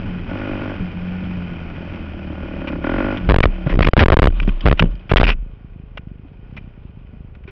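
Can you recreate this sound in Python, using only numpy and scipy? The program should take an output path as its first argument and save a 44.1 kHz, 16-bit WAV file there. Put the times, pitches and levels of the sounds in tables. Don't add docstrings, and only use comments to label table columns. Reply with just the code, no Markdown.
import sys
import numpy as np
from scipy import signal
from scipy.fft import rfft, irfft, next_fast_len
from scipy.io import wavfile
from scipy.ndimage import uniform_filter1d

SR = 44100
rng = np.random.default_rng(int(sys.argv[2]) if len(sys.argv) > 2 else 0)


def put_to_file(sound):
    columns = np.atleast_2d(sound).T
    safe = np.clip(columns, -1, 1)
    whole_steps = np.round(safe * 32767)
    wavfile.write(sys.argv[1], SR, whole_steps.astype(np.int16))


N = 331178
TIME = np.arange(N) / SR
FALL_START_S, FALL_END_S = 4.6, 5.4
SLIDE_START_S, SLIDE_LENGTH_S, SLIDE_DECAY_DB_PER_S = 3.68, 1, 55.5
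TUMBLE_ATTACK_S = 0.036


def from_db(db):
    return 10 ** (np.asarray(db) / 20)


def rms_one(x):
    return x / np.sqrt(np.mean(x ** 2) + 1e-20)


def in_time(rows):
    s, *columns = np.transpose(rows)
    return [np.interp(TIME, s, column) for column in columns]


def cut(x, hz, kind, order=2):
    return signal.sosfilt(signal.butter(order, hz, kind, fs=SR, output="sos"), x)


def drift(hz):
    return rms_one(cut(rng.standard_normal(N + SR), hz, "low")[SR:])


def coloured(x, spectrum):
    hz, db = np.transpose(spectrum)
    size = next_fast_len(N, True)
    bins = np.maximum(np.fft.rfftfreq(size, 1 / SR), 1)
    gain = from_db(np.interp(np.log(bins), np.log(hz), db))
    return rms_one(irfft(rfft(x, size) * gain, size)[:N])


def resonate(x, modes):
    out = 0
    for hz, width, db in modes:
        r = np.exp(-np.pi * width / SR)
        zeros = np.array([1, 0, -1]) * (1 - r * r) / 2
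        poles = [1, -2 * r * np.cos(2 * np.pi * hz / SR), r * r]
        out = out + from_db(db) * signal.lfilter(zeros, poles, x + 1e-18)
    return out


def envelope(start_s, hold_s, attack_s, decay_db_per_s):
    rise = np.clip(1 + (TIME - start_s) / attack_s, 0, 1)
    return rise * from_db(-decay_db_per_s * np.maximum(TIME - start_s - hold_s, 0))


def fallen():
    return np.interp(TIME, [FALL_START_S, FALL_END_S], [0, 1])


def cycle_count(speed, firing_s):
    cycles = np.cumsum(in_time(speed)[0]) / SR
    return cycles - np.interp(firing_s, TIME, cycles)


def firings(cycles, uneven_db, jitter_s):
    at = np.flatnonzero(np.diff(np.floor(cycles)) > 0)
    chance = rng.standard_normal((len(at), 2))
    places = np.clip(at + (chance[:, 0] * jitter_s * SR).astype(int), 0, N - 1)
    clicks = np.zeros(N)
    clicks[places] = from_db(uneven_db * chance[:, 1])
    return clicks


# [t/s, firing rate f/Hz]
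RIDE_REVS = [(0, 46.2), (.23, 42.5), (.42, 52), (.55, 48.6), (.7, 49.4), (.89, 42.3), (1.05, 45.6),
             (1.23, 45.7), (1.6, 42.1), (1.89, 42.7), (2.17, 38.3), (2.48, 37.8), (2.66, 36.6), (2.8, 33.7),
             (2.85, 39), (2.99, 48), (3.12, 51.4), (3.25, 41.6)]


def engine():
    revs = list(RIDE_REVS) + list(IDLE_REVS)
    speed, cycles = in_time(revs)[0], cycle_count(revs, firing_s=.531)
    load = throttle()
    return intake(cycles, load) + exhaust(cycles, speed, load) + whirr(cycles, speed, load) + idle()


# [t/s, held t/s, intake bark level/dB, swell in dB per s]
TWISTS = [(0, 0.095, -39, -42), (0.291, 0.416, -30, 3), (1.769, 0.19, -43, 17), (2.28, 0.46, -41.5, 28.5),
          (2.84, 0.3, -20.5, -9.5), (3.67, 0.07, -24, -22)]
THROTTLE_OPEN_S, THROTTLE_SHUT_DB_PER_S, THROTTLE_SHUT_DB = 0.02, 187, -55.5


def throttle():
    load = from_db(THROTTLE_SHUT_DB) * envelope(0, FALL_START_S, THROTTLE_OPEN_S, SLIDE_DECAY_DB_PER_S)
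    for s, held, db, swell in TWISTS:
        strength = from_db(db + swell * np.clip(TIME - s, 0, held))
        load = load + strength * envelope(s, held, THROTTLE_OPEN_S, THROTTLE_SHUT_DB_PER_S)
    return load


# [f/Hz, width f/Hz, level/dB]
AIRBOX = [(259.6, 55, 7), (300, 70, 5.5), (342, 60, -7), (545, 64, 4), (634, 29, -3.5), (786, 33, -9),
          (1000, 240, -7), (1340, 110, -10), (1404, 78, -3), (1840, 200, -23), (2520, 190, -33),
          (3050, 250, -32)]
FULL_BARK_DB, BARK_BODY_HZ = -17.5, 1070


def intake(cycles, load, duct_s=0.003485, echo=0.21, top_hz=2400):
    clicks = firings(cycles, uneven_db=1.2, jitter_s=.00003)
    puff_decay = np.exp(-1 / (.004 * SR))
    puff = .012 * signal.lfilter([1], [1, -puff_decay], clicks) * rng.standard_normal(N)
    trip = int(duct_s * SR)
    gulps = clicks + puff + echo * np.roll(clicks, trip) + echo ** 2 * np.roll(clicks, 2 * trip)
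    bark = cut(scatter(resonate(gulps, AIRBOX)), top_hz, "low", order=3)
    body = cut(bark, BARK_BODY_HZ, "low", order=1)
    brightness = np.clip(load / from_db(FULL_BARK_DB), 1e-6, 1)
    return load * (body + brightness * (bark - body)) / np.std(bark)


SCATTER_PATHS = [.0004, .0007, .0011, .0017]


def scatter(x):
    for delay_s in SCATTER_PATHS:
        taps = np.zeros(int(delay_s * SR) + 1)
        taps[0], taps[-1] = .55, 1
        x = signal.lfilter(taps, taps[::-1], x + 1e-18)
    return x


DRONE_DB, BOOM_DB = -29, -31.5
BOOM_CHOKE = 25
OVERRUN_DB_PER_S = 15
OVERRUN_AFTER_S, OVERRUN_WIDTH_S = 0.11, 0.032
OVERTONE_DB, LUG_HZ, LUG_DB_PER_HZ = -35, 35.2, 1.33


def exhaust(cycles, speed, load):
    drone = from_db(DRONE_DB + 1.4 * drift(11)) * np.sin(4 * np.pi * cycles)
    clicks = firings(cycles, uneven_db=2.0, jitter_s=.00015)
    pipe = resonate(resonate(clicks, [(180.2, 8.3, 8.5), (131.0, 7.7, -4.5)]), [(178, 68, 0)])
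    overrun_db = 0
    for s, held, _, _ in TWISTS:
        since_peak = TIME - s - held - OVERRUN_AFTER_S
        overrun_db = overrun_db + OVERRUN_DB_PER_S * held * np.exp(-(since_peak / OVERRUN_WIDTH_S) ** 2)
    boom = from_db(BOOM_DB + overrun_db) / (1 + BOOM_CHOKE * load) * rms_one(pipe)
    higher_modes = resonate(resonate(clicks, [(330.4, 18, 4.0), (582, 76, -4.5)]), [(399, 220, 0)])
    overtone_db = OVERTONE_DB - LUG_DB_PER_HZ * np.maximum(speed - LUG_HZ, 0)
    overtone = from_db(overtone_db) * rms_one(higher_modes)
    riding = np.interp(TIME, [3.3, 4.4, 5.4], [1, .4, 0])
    return riding * (drone + boom + overtone)


# [f/Hz, level/dB]
WHIRR_COLOUR = [(300, 1), (450, -1), (580, -3), (800, -3.5), (1100, -8), (1430, -7), (1800, -9.5),
                (2440, -7.5), (3100, -15), (3650, -28), (4300, -30.5), (4950, -47), (5900, -30),
                (7500, -71.5)]
# [f/Hz, width f/Hz, level/dB]
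CASES = [(1453, 34, 4.5), (2478, 98, -0.5), (3048, 220, -7), (5190, 2100, -14)]
WHIRR_DB, CRUISE_HZ, WHIRR_DB_PER_OCTAVE = -39.5, 43.9, 11
WHIRR_LOAD = 0.098
FALLEN_WHIRR_DB = -11.5


def whirr(cycles, speed, load, throb=0.055):
    grains = rng.standard_normal(N) * (1 + throb * np.cos(2 * np.pi * cycles)) * from_db(2.1 * drift(170))
    noise = from_db(1.14) * coloured(grains, WHIRR_COLOUR) + from_db(-8) * rms_one(resonate(grains, CASES))
    speed_db = WHIRR_DB_PER_OCTAVE * np.log2(speed / CRUISE_HZ)
    level_db = WHIRR_DB + speed_db + FALLEN_WHIRR_DB * fallen()
    return (from_db(level_db) + WHIRR_LOAD * load) * noise


# [t/s, firing rate f/Hz]
IDLE_REVS = [(3.6, 36.4), (4.402, 24.2), (5.403, 27.7), (6.198, 24.3), (6.371, 26), (6.553, 35),
             (6.854, 25), (6.999, 25.2), (7.2, 26.4), (7.51, 22)]
# [f/Hz, level/dB]
IDLE_COLOUR = [(15, -19), (25, 9), (44, -1), (59, 4.5), (183, -9), (249, -37.5), (374, -16.5), (957, -33),
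               (1200, -32), (1560, -88), (2640, -120)]


def idle():
    clicks = firings(cycle_count(IDLE_REVS, firing_s=5.4605), uneven_db=4.2, jitter_s=.0016)
    silencer = resonate(clicks, [(56.7, 112, 33), (123.4, 23, 6.5), (185, 69, -8.0)])
    puffs = -rms_one(cut(silencer, 234, "low", order=3))
    rumble = coloured(rng.standard_normal(N), IDLE_COLOUR)
    low = rms_one(cut(rng.standard_normal(N), [24, 50], "band"))
    fade_in = np.interp(TIME, [4.3, 5.3], [0, 1])
    return fade_in * (from_db(-38.0) * puffs + from_db(-40.5) * rumble + from_db(-37.5) * low)


# [t/s, level/dB, length t/s, own ring f/Hz]
BLOWS = [(2.673, -22, 0.018, 2500), (3.171, -23, 0.0098, 3300), (3.429, -7, 0.015, 2310),
         (3.694, -24, 0.076, 2010), (3.821, -8, 0.036, 2290), (3.869, -4.5, 0.0064, 1990),
         (3.987, -19, 0.0063, 2280), (3.992, 0, 0.018, 1970), (4.294, -24.5, 0.0064, 2900),
         (4.4, -12, 0.0015, 2510), (4.427, -25, 0.0081, 3180), (4.471, -25, .008, 1810),
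         (4.49, -22, 0.0073, 3120), (4.681, -13, 0.016, 2350), (4.774, -30, 0.09, 2980),
         (4.794, 3.5, .004, 2900), (5.094, -22.5, 0.031, 2780), (5.168, -1.5, 0.014, 3150),
         (5.207, -5, 0.0077, 3150), (5.237, -8.5, .015, 2640), (5.268, -7.5, 0.018, 2450),
         (5.284, -3, 0.019, 2700), (5.307, -18.5, 0.023, 2600), (5.973, -20.5, 0.0058, 2780),
         (6.566, -29, 0.017, 2370), (7.35, -39.5, 0.0058, 2240), (7.436, -44, 0.0069, 2320),
         (7.476, -36.5, 0.024, 2290)]
# [f/Hz, width f/Hz, level/dB]
BODYWORK = [(580, 340, 7.5), (1130, 390, 10), (1472, 166, 13.5), (1940, 280, 11), (2357, 160, 15),
            (2900, 120, -2), (3350, 300, -30.5), (4070, 500, -22.5), (4900, 740, -57.5), (5340, 280, 2)]


def blows(grain_db=3.0, tail_s=0.0053, ring_db=-3):
    crush, rings = np.zeros(N), np.zeros(N)
    for s, db, length, hz in BLOWS:
        start = int(s * SR)
        age = TIME[:min(SR // 8, N - start)]
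        crack_db = grain_db * (np.minimum(rng.exponential(1, len(age)), 4) - 4.5)
        cracks = rng.standard_normal(len(age)) * from_db(crack_db)
        decay = np.exp(-.5 * age / length - np.maximum(age - length, 0) / tail_s)
        burst = from_db(db) * cracks * np.minimum(age / 0.00013, 1) * decay
        span = slice(start, start + len(age))
        crush[span] += burst
        rings[span] += resonate(burst, [(hz, 260, ring_db)])
    return resonate(crush, BODYWORK) + from_db(18) * cut(rings, 5000, "low", order=4)


# [t/s, length t/s, number of knocks, last one stays pressed t/ms]
RATTLES = [(3.29, .0286, 4, 12), (3.3428, .0188, 2, 23), (3.3847, .0197, 2, 14), (3.4389, .0165, 2, 6),
           (3.7906, .016, 2, 8), (3.8719, .0141, 2, 55), (3.9339, .033, 2, 8), (3.9763, .0045, 2, 3),
           (4.007, .029, 6, 28), (4.0586, .0244, 2, 18), (4.1016, .0184, 2, 4), (4.1241, .0154, 3, 35),
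           (4.169, .0206, 2, 6), (4.195, .0246, 2, 10), (4.2287, .0431, 4, 9), (4.656, .028, 4, 8),
           (4.7133, .0132, 2, 9), (4.824, 0, 1, 3), (5.1155, .0035, 2, 17), (5.136, .024, 2, 8),
           (5.1991, .0325, 3, 6)]
RATTLE_SLOWING = 1.15


def knocks():
    rows = []
    for s, length, count, last_ms in RATTLES:
        times = s + length * np.linspace(0, 1, int(round(count))) ** RATTLE_SLOWING
        rows += zip(times, np.append(np.diff(times), last_ms / 1000))
    return rows


def jolts(force=0.73, bounce_s=0.00031, seat_s=0.001364, windup_s=0.0031, snap_hz=2600):
    push, age, side = np.zeros(N), TIME[:SR // 8], -1
    lead = int(windup_s * SR)
    draw = np.linspace(0, 1, lead) ** 3
    hits = knocks()
    for (s, hold_s), (early, late, size) in zip(hits, rng.random((len(hits), 3))):
        at, side = int(s * SR), -side
        bounce = int(bounce_s * SR * (.5 + early))
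        seat = int(seat_s * SR * (0.907 + .5 * late))
        push[at - lead:at] += draw * (-side - push[at - lead:at])
        push[at:at + len(age)] = side * np.exp(-np.maximum(age - hold_s, 0) / .002)
        push[at:at + bounce] = side * (size - .15)
        push[at + bounce:at + seat] = -side
    held = np.clip(uniform_filter1d(np.abs(push), size=130), 0, 1)
    return force * cut(push, snap_hz, "low"), held


# [t/s, length t/s, sway level/dB, sway decay in dB per s, thud level/dB]
TUMBLES = [(3.291, .19, -4, 150, -25), (3.739, 0.24, 0.5, 196, -14), (4.041, 0.23, 3.5, 135.5, -12),
           (4.411, 0.098, -4, 113, -31), (4.669, 0.023, 2, 219, -13.5), (4.825, 0.026, -1.5, 187, -16.5),
           (5.142, .15, -1.5, 124, -18.5)]
THUD_DECAY_DB_PER_S = 398.5
ROUGH_START_S, ROUGH_LENGTH_S, ROUGH_SWAY_DB, ROUGH_DECAY_DB_PER_S = 2.72, 1, -20.5, 94


def shake(sway_hz=35, wander=0.1736):
    rough = envelope(ROUGH_START_S, ROUGH_LENGTH_S, TUMBLE_ATTACK_S, ROUGH_DECAY_DB_PER_S)
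    sway, thud = from_db(ROUGH_SWAY_DB) * rough, 0
    for s, length, sway_db, decay, thud_db in TUMBLES:
        sway = np.maximum(sway, from_db(sway_db) * envelope(s, length, TUMBLE_ATTACK_S, decay))
        thud = thud + from_db(thud_db) * envelope(s, length, TUMBLE_ATTACK_S, THUD_DECAY_DB_PER_S)
    turns = np.cumsum(sway_hz * (1 + wander * drift(12.18))) / SR
    rumble = rms_one(cut(cut(rng.standard_normal(N), [70, 260], "band"), 830, "low"))
    return sway * np.sin(2 * np.pi * turns) + thud * rumble


# [t/s, level/dB, f/Hz]
BUMPS = [(2.705, -15, 289), (2.735, -24, 280), (2.762, -18, 295), (3.664, -4, 143), (3.979, -1, 210),
         (4.421, -10.5, 160), (4.478, -2.5, 194), (4.805, -3.5, 176), (4.836, 2.5, 165),
         (6.249, -31.5, 278), (6.566, -28.5, 197), (7.137, -29.5, 213), (7.479, -31, 387)]


def bumps(decay_s=0.01):
    out = np.zeros(N)
    for s, db, hz in BUMPS:
        age = np.maximum(TIME - s, 0)
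        out += from_db(db) * np.sin(2 * np.pi * hz * age) * np.exp(-np.minimum(age / decay_s, 20))
    return out


# [f/Hz, width f/Hz, level/dB]
DEBRIS = [(2500, 200, -6.5), (3050, 130, 1.5), (4780, 250, -7)]
DEBRIS_PER_S, DEBRIS_DB = 24, -41


def debris(sliding, uneven_db=4, tick_s=.004):
    sizes = from_db(uneven_db * np.clip(rng.standard_normal(N), -2, 2))
    ticks = (rng.random(N) < DEBRIS_PER_S / SR) * sizes
    decays = signal.lfilter([1], [1, -np.exp(-1 / (tick_s * SR))], ticks + 1e-18)
    bursts = decays * rng.standard_normal(N)
    return from_db(DEBRIS_DB) * sliding * rms_one(resonate(bursts, DEBRIS))


LEAVES_SLIDE_DB, LEAVES_REST_DB = -44, -68.5


def leaves(sliding, patchy_db=3.5):
    litter = [(630, 810, -6.5), (1090, 260, 6.5), (1460, 420, -10.5), (2625, 760, 2)]
    rustle = rms_one(resonate(rng.standard_normal(N), litter))
    level = from_db(LEAVES_SLIDE_DB) * sliding + from_db(LEAVES_REST_DB) * fallen()
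    return level * from_db(patchy_db * drift(11)) * cut(rustle, 4000, "low", order=4)


# [t/s, level/dB]
WIND = [(0, -26), (.9, -27.5), (2.0, -30.5), (2.5, -27.5), (3.3, -25), (3.8, -69)]


def wind(lumpy_db=2.5):
    colour = [(12, -9.5), (25, 5.5), (45, -8), (70, -11), (140, -12.5), (300, -16), (900, -58.5)]
    noise = coloured(rng.standard_normal(N), colour)
    return from_db(in_time(WIND)[0] + lumpy_db * drift(14)) * noise


def scene():
    push, held = jolts()
    sliding = envelope(SLIDE_START_S, SLIDE_LENGTH_S, TUMBLE_ATTACK_S, SLIDE_DECAY_DB_PER_S)
    crash = shake() * (1 - held) + blows() + bumps() + debris(sliding) + leaves(sliding)
    return (engine() + wind() + crash + push)[None]


MIC_LIMIT, BASS_CUT_HZ, MIC_DIP_HZ = 0.53, 54.5, 4210
TREBLE_CUT_HZ, CUTOFF_HZ = 4740, 13000


def record(dry):
    pinned = dry / (1 + (dry / MIC_LIMIT) ** 6) ** (1 / 6)
    dull = pinned - 0.58 * resonate(pinned, [(MIC_DIP_HZ, 1500, 0)])
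    voiced = cut(cut(dull, BASS_CUT_HZ, "high", order=1), TREBLE_CUT_HZ, "low", order=10)
    hiss = from_db(-97) * rng.standard_normal(N)
    top_cut = signal.ellip(10, .1, 80, CUTOFF_HZ, fs=SR, output="sos")
    return signal.sosfilt(top_cut, np.clip(voiced + hiss, -1, 1))


dry = scene()
out = record(dry)
put_to_file(out)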